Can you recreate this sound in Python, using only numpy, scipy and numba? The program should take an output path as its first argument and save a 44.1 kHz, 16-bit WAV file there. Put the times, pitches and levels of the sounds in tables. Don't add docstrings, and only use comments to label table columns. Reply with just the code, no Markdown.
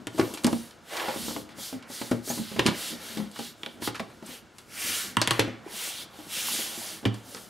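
import sys
import numpy as np
from scipy import signal
from scipy.fft import rfft, irfft, next_fast_len
from scipy.io import wavfile
from scipy.ndimage import uniform_filter1d
from numba import njit

SR = 44100
rng = np.random.default_rng(int(sys.argv[2]) if len(sys.argv) > 2 else 0)


def master(y):
    cut = np.clip(np.atleast_2d(y).T, -1, 1)
    pcm = np.round(cut * 32767)
    wavfile.write(sys.argv[1], SR, pcm.astype(np.int16))


def rack_gain(trim_db):
    fader = np.asarray(trim_db, float)
    return 10 ** (fader / 20)


N = 330655
T = np.arange(N) / SR

# pitch_hz [Hz], density_db [dB per Hz]
KITCHEN_HUM = [(12, -39), (20, 1), (328, 1.5), (1120, -6.5), (1400, -1), (1860, -10), (2460, -10),
               (7000, -18.5), (16000, -35)]
# pitch_hz [Hz], t60_s [s], level_db [dB]
ROOM_DECAY = [(101, 0.28, -3.5), (388, 0.3, -6), (1480, 0.25, -10), (3650, 0.5, -9), (11700, 0.14, -17.5)]
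# pitch_hz [Hz], width_hz [Hz], depth [0-1]
HOB_BOUNCE = (2520, 115, 0.46)
# pitch_hz [Hz], level_db [dB]
PORTS_FROM_WALLS = [(50, -13), (250, -19), (700, -9.5), (1300, -13.5), (2400, -18), (4000, -27.5)]
# pitch_hz [Hz], level_db [dB]
PORTS_FROM_BODY = [(2000, -13), (4400, -20.5), (8000, -30), (11000, -12.5), (15000, -3)]
# pitch_hz [Hz], level_db [dB]
MICROPHONE = [(20, -17), (75, 0), (15700, 0), (15800, -25), (16400, -32), (16600, -60)]

# time_s [s], rumble_db [dB]
HAND_WEIGHT = [(0, -57.5), (.28, -46), (.6, -54), (.82, -57.5), (1.07, -45), (1.45, -51), (1.85, -63),
               (2.25, -49), (2.65, -52.5), (3.3, -46), (3.55, -61.5), (4.0, -49.5), (4.6, -66), (4.85, -52),
               (5.4, -52), (5.75, -58.5), (6.4, -55), (7.5, -61)]
# pitch_hz [Hz], width_hz [Hz], level_db [dB]
RUMBLE_MODES = [(127, 150, -2), (210, 43, -1.5), (236.2, 16, 0.5), (304.5, 20, -3.5), (343, 21, -34)]
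# fastest_s [s], rise_s [s], fall_s [s], scrape_db [dB], drag_db [dB re scrape]
BOX_SLIDES = [(.33, 0.2, 0.27, -49, -25), (.62, 0.1, 0.26, -60.5, -6), (.98, 0.14, 0.26, -38.5, -2.5),
              (1.0, 0.019, .04, -36.5, -5), (1.09, .012, .06, -36.5, -9), (1.13, 0.17, 0.066, -39, -7),
              (1.5, 0.033, 0.86, -60, -1), (2.72, 0.27, 0.22, -48.5, 2), (3.1, 1, 0.29, -55, 3),
              (4.88, 0.26, 0.44, -54, 11.5), (5.34, 0.16, 0.34, -44, 4), (5.7, 0.21, 0.61, -53.5, -2),
              (6.2, 0.39, 0.44, -57, -5), (6.8, 0.59, 0.38, -50.5, -2.5), (7.1, 0.041, 0.25, -55, -5),
              (7.35, 0.3, 0.17, -57, -7), (2.1, 0.65, 0.19, -58, 4), (4.3, 0.093, 0.14, -55.5, -1)]
# fastest_s [s], rise_s [s], fall_s [s], skin_db [dB], rim_db [dB re skin]
FINGER_STROKES = [(.22, 0.15, 0.34, -47, -3.5), (.54, 0.2, 0.27, -47.5, -5), (.99, 0.19, 0.42, -44, 1.5),
                  (1.26, 0.25, 0.25, -39.5, -4), (1.51, 0.016, 0.056, -64.5, 10),
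                  (1.63, 0.096, 0.2, -40.5, -5.5), (1.95, 0.1, 0.35, -42.5, -5),
                  (2.3, 0.095, 0.22, -37.5, -9.5), (2.44, 0.16, 0.51, -48.5, 1.5),
                  (2.86, 0.22, 0.17, -38, -2.5), (3.08, 0.17, 0.29, -45, -1), (3.44, 0.18, 0.13, -45, -0.5),
                  (3.86, 0.067, 0.065, -37, -3), (3.66, 0.18, 0.23, -61, -6), (4.13, .12, 0.23, -65.5, -4),
                  (4.6, .1, .12, -63.5, -6), (5.33, .03, 0.17, -47.5, -4), (5.19, .03, 0.071, -59, -3),
                  (.35, 0.022, 0.029, -50, -2), (.385, 0.022, 0.031, -54, -1),
                  (3.97, .05, 0.16, -58.5, -13), (4.32, 0.12, 0.13, -47.5, -1),
                  (4.92, 0.28, 0.28, -32, -4.5), (5.85, 0.23, 0.14, -36.5, -3),
                  (6.01, 0.37, 0.067, -43.5, -0.5), (6.22, 0.18, 0.13, -54, -0.5),
                  (6.37, 0.12, 0.13, -36, -2), (6.54, 0.35, 0.28, -32, -4.5), (6.86, 0.63, 0.23, -40.5, -4),
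                  (7.17, 0.081, 0.089, -59, -3), (7.33, 0.16, 0.31, -48.5, -7)]
# pitch_hz [Hz], density_db [dB per Hz]
SKIN_HISS = [(2650, -30), (4500, -3), (8030, -5.5), (10900, -4.5), (13200, -9), (15200, -12), (16000, -18)]
# time_s [s], pitch_hz [Hz]
RIM_PITCH = [(0, 3450), (1.0, 3270), (1.3, 3660), (2.0, 3920), (2.45, 3580), (2.85, 3460), (3.45, 3600),
             (3.86, 3800), (4.75, 2780), (4.9, 2900), (5.02, 3450), (5.72, 3350), (5.85, 2920), (6.0, 3670),
             (6.33, 3070), (6.6, 3300), (6.95, 3470), (7.5, 3420)]
# time_s [s], pitch_hz [Hz], level_db [dB]
FINGER_SQUEAK = [
    (2.29, 5580, -65),
    (2.295, 6200, -29.5),
    (2.309, 6900, -34),
    (2.316, 6700, -33),
    (2.322, 6700, -62),
]

# pitch_ratio [1], level_db [dB], t60_share [1]
LID_MODES = [(.87, -17, 1), (1.27, -5, 0.48), (1.45, -22, .6)]
# pitch_hz [Hz], width_hz [Hz], level_db [dB]
WALL_MODES = [(390, 210, 4.5), (455, 27, -1.5), (532, 44, 3), (632, 35, 1), (794, 42, 0.5), (970, 200, -51)]
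# start_s [s], peak_db [dB], lid_hz [Hz], box_air_db [dB], wall_db [dB]
FIRM_PUSHES = [(0.07, -30, 297, -46, -38.5), (0.148, -33.5, 314, -57, -45), (0.181, -28, 343, -51, -30),
               (0.439, -37, 250, -55, -37), (0.448, -12, 244.7, -43, -27), (0.4714, -22, 246, -52, -27),
               (0.53, -19.5, 240, -45, -28), (2.115, -17, 245, -33, -21.5), (2.562, -30, 215, -42, -35),
               (3.172, -28, 217, -53, -34), (3.2, -27, 211, -62, -38), (5.439, -30.5, 287.5, -52, -41),
               (5.478, -29.5, 254, -37, -36), (7.043, -34, 255, -60, -40), (7.056, -22.5, 310, -60, -34),
               (7.03, -40, 250, -60, -43), (7.062, -23, 210, -55, -38)]
# start_s [s], peak_db [dB], lid_hz [Hz], box_air_db [dB], wall_db [dB]
PALM_PRESSES = [(0.189, -24, 310, -49, -25.5), (0.196, -12.5, 323, -39, -17.5), (0.204, -18, 255, -50, -29),
                (0.214, -24, 249, -52, -28), (0.235, -29, 300, -55, -38), (2.589, -23, 295, -50, -44),
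                (2.594, -14.5, 309, -32.5, -23), (2.659, -14.5, 240, -52, -30),
                (2.665, -17.5, 300, -34, -22), (2.687, -19, 215, -50, -26.5), (3.635, -41, 295, -64, -39.5),
                (3.823, -27.5, 237, -52, -43), (3.877, -25.5, 282, -41.5, -25),
                (4.001, -26, 210, -48, -28.5), (5.171, -19, 228, -30.5, -28), (5.217, -27, 312, -48, -27.5),
                (5.277, -26.5, 237, -37, -29.5), (5.31, -18, 343, -31, -24), (5.3938, -18, 293, -28.5, -19),
                (7.058, -18.5, 285, -22, -33)]
# start_s [s], peak_db [dB], lid_hz [Hz], wall_db [dB]
LIGHT_TAPS = [(0.338, -35, 314, -43), (1.083, -38, 226, -26), (1.161, -33, 239, -35),
              (1.282, -31.5, 220, -32), (1.309, -38, 238, -35), (1.363, -30.5, 278, -29.5),
              (1.585, -37.5, 226, -41.5), (1.728, -29, 265, -35), (1.766, -34.5, 236, -54),
              (1.901, -37.5, 240, -44.5), (2.015, -32, 235, -31.5), (2.277, -34, 286, -40),
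              (2.302, -25.5, 244, -28.5), (2.376, -32, 230, -37.5), (2.399, -26, 228, -53),
              (2.434, -50, 234, -64), (2.517, -35, 210, -41.5), (2.988, -46, 210, -59),
              (3.26, -42, 228, -51), (3.392, -34.5, 236, -33), (3.665, -42, 238, -42),
              (4.226, -40, 210, -42), (4.291, -39.5, 262, -59), (5.74, -48, 204, -58),
              (6.19, -39, 305, -48), (6.27, -40, 202, -58), (6.371, -47, 199, -55), (6.54, -44, 222, -44),
              (6.589, -38, 230, -38.5), (6.778, -35.5, 230, -60), (6.87, -47, 217, -56),
              (7.279, -43.5, 248, -57), (7.347, -40, 245, -39)]

# pitch_hz [Hz], width_hz [Hz], level_db [dB]
LIP_MODES = [(1004, 280, -0.5), (1383, 175, 0), (1710, 290, -1.5), (1966, 250, -3.5), (2285, 270, -4)]
# start_s [s], peak_db [dB], ring_hz [Hz], lip_db [dB], air_db [dB]
SEAL_SNAPS = [(0.0698, -30, 3040, -33.5, -29), (0.1995, -28, 3460, -32, -56),
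              (0.4447, -18.5, 3700, -25, -19.5), (0.467, -22.5, 5330, -25.5, -22),
              (2.1119, -42, 3370, -33.5, -32), (2.593, -17, 3420, -16.5, -34), (2.663, -15, 3300, -24, -20),
              (3.874, -33, 2410, -25.5, -35), (3.9955, -36, 3480, -26.5, -60),
              (5.2156, -14, 4450, -18.5, -22), (5.274, -16, 2720, -22.5, -21.5),
              (5.3078, -15.5, 3300, -18.5, -16), (5.3947, -14, 2600, -47, -17.5),
              (7.053, -23, 2530, -24, -43), (7.3471, -31.5, 5350, -39, -49)]
# start_s [s], peak_db [dB], lip_db [dB], air_db [dB]
RIM_TICKS = [(0.184, -52, -55, -35.5), (0.195, -42, -41, -50), (0.209, -44, -32, -53),
             (0.338, -39, -52, -36), (0.345, -43, -54, -44), (0.373, -37.5, -40, -44),
             (0.436, -42, -47, -35), (0.709, -49, -54, -53), (.967, -32.5, -32, -55), (.997, -36, -31, -60),
             (1.004, -42, -32, -60), (1.0857, -39, -50, -52), (1.49, -51, -45, -54),
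             (1.825, -47.5, -48, -54), (1.9005, -57, -62, -52), (2.0134, -42, -43, -48),
             (2.2825, -46, -40, -42), (2.3034, -40, -37, -43), (2.562, -48, -38.5, -52),
             (2.587, -43, -46, -58), (2.655, -34, -42, -55), (2.668, -26, -27, -30),
             (2.674, -30, -25.5, -36), (2.684, -34, -36, -44), (2.692, -40, -38, -45),
             (2.706, -41, -44, -55), (3.173, -34.5, -50, -42), (3.314, -53, -60, -48),
             (3.359, -47, -40, -51), (3.3896, -38, -59, -41), (3.8194, -44, -38, -44),
             (3.878, -41, -35, -50), (3.945, -42, -35, -51), (3.954, -39.5, -36, -46),
             (3.999, -41, -48, -59), (4.099, -61, -46, -62), (4.262, -64, -56, -43),
             (4.583, -48, -48, -44.5), (5.221, -26.5, -34, -39), (5.4, -25, -43, -42),
             (6.19, -54, -55, -55), (7.056, -37, -39, -45), (7.142, -45.5, -43, -47),
             (7.368, -43.5, -41.5, -57)]
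# peak_db [dB], ring_hz [Hz], lip_db [dB], air_db [dB]
SEAL_CLICKS = [(-37, 3110, -35.5, -32), (-31, 3230, -29.5, -51), (-48, 3480, -50, -54),
               (-31.5, 3500, -29.5, -39), (-19.5, 2740, -14, -20.5), (-40.5, 3310, -44, -54)]
SEAL_CLICK_TIMES = [
    0.528,
    3.6326,
    3.6526,
    3.6614,
    5.1686,
    5.2085,
]
SEAL_CLICK_LIPS = [1.1, 1.32, 1.3, 1.33, 1.004, 1.3]


def unit(x):
    return x / np.sqrt(np.mean(x ** 2))


def peak1(x):
    return x / np.abs(x).max()


def read(table, hz, col=1):
    table = np.array(table, float)
    return np.interp(np.log(hz), np.log(table[:, 0]), table[:, col])


def colour(x, table):
    size = next_fast_len(x.shape[-1])
    hz = np.maximum(np.arange(size // 2 + 1) * SR / size, 1)
    return irfft(rfft(x, size) * rack_gain(read(table, hz)), size)[..., :x.shape[-1]]


@njit
def moving_band(x, hz, k):
    y, b, l = np.empty(len(x)), 0., 0.
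    for i in range(len(x)):
        g = np.tan(np.pi * hz[i] / SR)
        v = (b + g * (x[i] - l)) / (1 + g * (g + k))
        b, l, y[i] = 2 * v - b, l + 2 * g * v, k * v
    return y


def band(x, hz, width_hz):
    g, k = np.tan(np.pi * hz / SR), width_hz / hz
    poles = [1 + g * (g + k), 2 * (g * g - 1), 1 + g * (g - k)]
    return signal.lfilter([k * g, 0, -k * g], poles, x)


def steep(x, hz, width_hz):
    return band(band(x, hz, width_hz), hz, width_hz)


def walk(rate):
    k = int(SR / rate)
    held = np.repeat(rng.standard_normal(N // k + 1), k)
    return unit(uniform_filter1d(uniform_filter1d(held, k), k)[:N])


def add(out, s, x):
    i = int(s * SR)
    out[i:i + len(x)] += x[:len(out) - i]


def fade(t, t60):
    return np.exp(-np.log(1000) * t / max(t60, .002))


def slips(scatter_db):
    sizes = np.repeat(rng.exponential(size=N // 8 + 1), 8)[:N]
    return unit(rng.standard_normal(N) * rack_gain(scatter_db * sizes))


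def patchy(centres_hz, gains_db, scatter_db, patchy_db, drift, rate):
    out = 0
    for hz, db in zip(centres_hz, gains_db):
        centre = np.minimum(hz * (1 + drift * walk(9.8)), .45 * SR)
        ring = moving_band(moving_band(slips(scatter_db), centre, .4), centre, .4)
        out = out + unit(ring) * rack_gain(db + patchy_db * walk(rate))
    return unit(out)


def strokes(table):
    edge_db, roundness = 42.5, 2.485
    t = T[::100]
    power = np.zeros((2, len(t)))
    for s, rise, fall, db, second_db in table:
        away = np.where(t < s, (s - t) / max(rise, .01), (t - s) / max(fall, .01))
        shape = rack_gain(-2 * edge_db * np.minimum(away, 3) ** roundness)
        power += rack_gain(2 * np.array([[db], [db + second_db]])) * shape
    return [np.interp(T, t, np.sqrt(p)) for p in power]


def kitchen_hum():
    level_db = -56 + walk(2.14)
    return rack_gain(level_db) * unit(colour(rng.standard_normal(N), KITCHEN_HUM))


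def echoes(t60_scale, length=20000):
    t, tail = T[:length], 0
    for hz in 70 * 2 ** np.arange(0, 8, .5):
        part = band(rng.standard_normal(length), hz, hz / 3) * fade(t, t60_scale * read(ROOM_DECAY, hz))
        level = np.sqrt(hz / SR / np.sum(part ** 2)) * rack_gain(read(ROOM_DECAY, hz, col=2))
        tail = tail + part * level
    return tail


def wall_reflections(near):
    shift = 1.22 * walk(3.5)
    delay = np.zeros(int(.004 * SR))
    walls = 0
    for way in (np.cos, np.sin):
        response = np.append(delay, echoes(0.94))
        walls = walls + signal.fftconvolve(near * way(shift), response)[:N]
    return walls


def smear(x, t60, table):
    tail = rng.standard_normal(16384) * fade(T[:16384], t60)
    return colour(signal.fftconvolve(x, tail / np.sqrt(np.sum(tail ** 2)))[:N], table)


def port_difference(mid):
    turn = 1.35 * walk(9.7)
    side = 0
    for way in (np.cos, np.sin):
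        turned = mid * way(turn)
        side = side + smear(turned, .17, PORTS_FROM_WALLS) + smear(turned, .07, PORTS_FROM_BODY)
    drum = steep(mid, 280, 300)
    return side - drum * np.dot(side, mid) / np.dot(drum, mid)


def weight_rumble(weight_db):
    bumps = rng.standard_normal(N) * rack_gain(4.5 * walk(22))
    rumble = unit(sum(rack_gain(db) * unit(band(bumps, hz, w)) for hz, w, db in RUMBLE_MODES))
    return rumble * rack_gain(weight_db)


def box_friction(rim_gain, weight_db):
    scrape_gain, drag_gain = strokes(BOX_SLIDES)
    drag_gain = np.hypot(drag_gain, rack_gain(-8) * rim_gain)
    scrape_gain = np.hypot(scrape_gain, rack_gain(-16) * rim_gain)
    scrape_gain = np.hypot(scrape_gain, rack_gain(weight_db - 12.5))
    drag = patchy([1400, 1800, 2250], [-1.5, -.4, 0],
                  scatter_db=2.0, patchy_db=-0.5, drift=0.016, rate=73)
    scrape = patchy([360, 514, 700, 860, 1050], [-1.7, 0.35, 0.2, -1.1, -0.95],
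                    scatter_db=3.0, patchy_db=2.5, drift=0.01, rate=50)
    return drag * drag_gain + scrape * scrape_gain


def finger_friction(skin_gain, rim_gain):
    top = 4800 * 1.22 ** np.arange(7)
    skin_db = read(SKIN_HISS, top) + 10 * np.log10(top)
    skin = patchy(top, skin_db, scatter_db=1.2, patchy_db=1.3, drift=.02, rate=40)
    rim_hz = np.outer([.85, 1, 1.2], np.interp(T, *np.transpose(RIM_PITCH)))
    rim = patchy(rim_hz, [-1, 0, -1], scatter_db=1.2, patchy_db=1.3, drift=.02, rate=40)
    return skin * skin_gain + rim * rim_gain


def hands():
    skin_gain, rim_gain = strokes(FINGER_STROKES)
    weight_db = np.interp(T, *np.transpose(HAND_WEIGHT))
    return weight_rumble(weight_db) + box_friction(rim_gain, weight_db) + finger_friction(skin_gain, rim_gain)


def squeak():
    s, hz, db = np.transpose(FINGER_SQUEAK)
    pitch_hz = np.interp(T, s, hz) * (1 + 0.0109 * walk(270))
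    phase = 2 * np.pi * np.cumsum(pitch_hz) / SR
    return rack_gain(np.interp(T, s, db, -150, -150)) * (np.sin(phase) + 0.43 * np.sin(2 * phase))


def thump_rows():
    pushes = [(*r, 0.16, 0.36) for r in FIRM_PUSHES]
    presses = [(*r, 0.047, 1.06) for r in PALM_PRESSES]
    taps = [(s, db, hz, db - 22, wall, 0.16, 0.67) for s, db, hz, wall in LIGHT_TAPS]
    return pushes + presses + taps


def thumps():
    out, boom, t = np.zeros(N), np.zeros(N), T[:12000]
    for s, peak_db, hz, box_db, wall_db, t60, rattle in thump_rows():
        luck = rng.standard_normal((len(LID_MODES) + 1, 2))
        noise = rng.standard_normal((3, len(t)))
        bend = t - .3 * t ** 2 + .00012 * np.sin(2 * np.pi * 31 * t + 3 * luck[-1, 1])
        lid = np.cos(2 * np.pi * hz * bend + 1) * fade(t, t60)
        for (ratio, db, share), (a, b) in zip(LID_MODES, luck):
            mode = np.cos(2 * np.pi * hz * ratio * (1 + 0.059 * b) * bend)
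            lid = lid + rack_gain(db + 0.74 * a) * mode * fade(t, share * t60)
        rise = np.minimum(t / 0.0023, 1)
        shove = np.sin(np.pi * np.minimum(t / 0.0013, 1)) + rattle * noise[0] * fade(t, 0.062) * rise
        lid = signal.fftconvolve(lid, shove[:4096])[:len(t)]
        knock = noise[1] * fade(t, 0.44 * t60) * rise
        wall = sum(rack_gain(db) * band(knock, f, w) for f, w, db in WALL_MODES)
        box = np.sin(2 * np.pi * 114.5 * (1 + 0.014 * luck[-1, 0]) * t)
        box = box * fade(t, .3) * (1 - np.exp(-t / 0.0036))
        hob = unit(band(noise[2], 91, 150)) * fade(t, 0.29) * (1 - np.exp(-t / 0.0051))
        start = s - .0015
        add(out, start, rack_gain(peak_db + 2.0) * (peak1(lid) + 0.01 * hob) + rack_gain(wall_db + 6.5) * peak1(wall))
        add(boom, start, rack_gain(box_db + 4.5) * box)
    return out, boom


def crack_rows():
    # ring width / pitch, crumble_db, first slip re burst [dB]
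    snap_way, tick_way, click_way = (0.91, -10.5, 10.2), (0.99, -8.5, 0), (0.42, -12, 13.6)
    snaps = [(*r, 0.056, 1, snap_way) for r in SEAL_SNAPS]
    clicks = [(s, *r, 0.033, lip, click_way)
              for s, r, lip in zip(SEAL_CLICK_TIMES, SEAL_CLICKS, SEAL_CLICK_LIPS)]
    ticks = [(s, db, 3300, low, air, 0.1, 1, tick_way) for s, db, low, air in RIM_TICKS]
    return snaps + clicks + ticks


def cracks():
    out, t = np.zeros(N), T[:5000]
    lip_lag_s = .0006
    for s, peak_db, hz, low_db, air_db, t60, lip, (width, crumble_db, first_db) in crack_rows():
        decay = fade(t, 0.004) + rack_gain(crumble_db) * fade(t, t60)
        slip = rng.standard_normal((3, len(t))) * decay * np.minimum(t / 0.00087, 1)
        slip[:, 20] += rack_gain(first_db)
        ring = peak1(steep(slip[0], hz, width * hz))
        late = np.roll(slip[1], int(lip_lag_s * SR)) * (t > lip_lag_s)
        low = 0
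        for k, (f, w, db) in enumerate(LIP_MODES):
            low = low + (-1) ** k * rack_gain(db) * band(late, lip * f, lip * w)
        air = peak1(steep(steep(slip[2] * fade(t, .15), 8000, 12000), 8000, 12000))
        crack = rack_gain(peak_db + 8.0) * ring + rack_gain(low_db + 5.0) * peak1(low) + rack_gain(air_db + 7.0) * air
        add(out, s, crack)
    return out


def scene():
    lid, box = thumps()
    near = hands() + cracks() + lid + squeak()
    mid = near + wall_reflections(near) + kitchen_hum()
    dip_hz, dip_width_hz, depth = HOB_BOUNCE
    mid = mid - depth * band(mid, dip_hz, dip_width_hz)
    side = port_difference(mid)
    box = steep(box, 114.5, 140)
    mid, side = mid + box, side - 0.15 * box
    return np.array([mid + side, mid - side])


def band_limit(x):
    return signal.sosfilt(signal.butter(12, 16500, fs=SR, output="sos"), x)


def record(dry):
    rounded = np.tanh(1.747 * dry) / 1.71
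    return band_limit(colour(rounded, MICROPHONE))


dry = scene()
out = record(dry)
master(out)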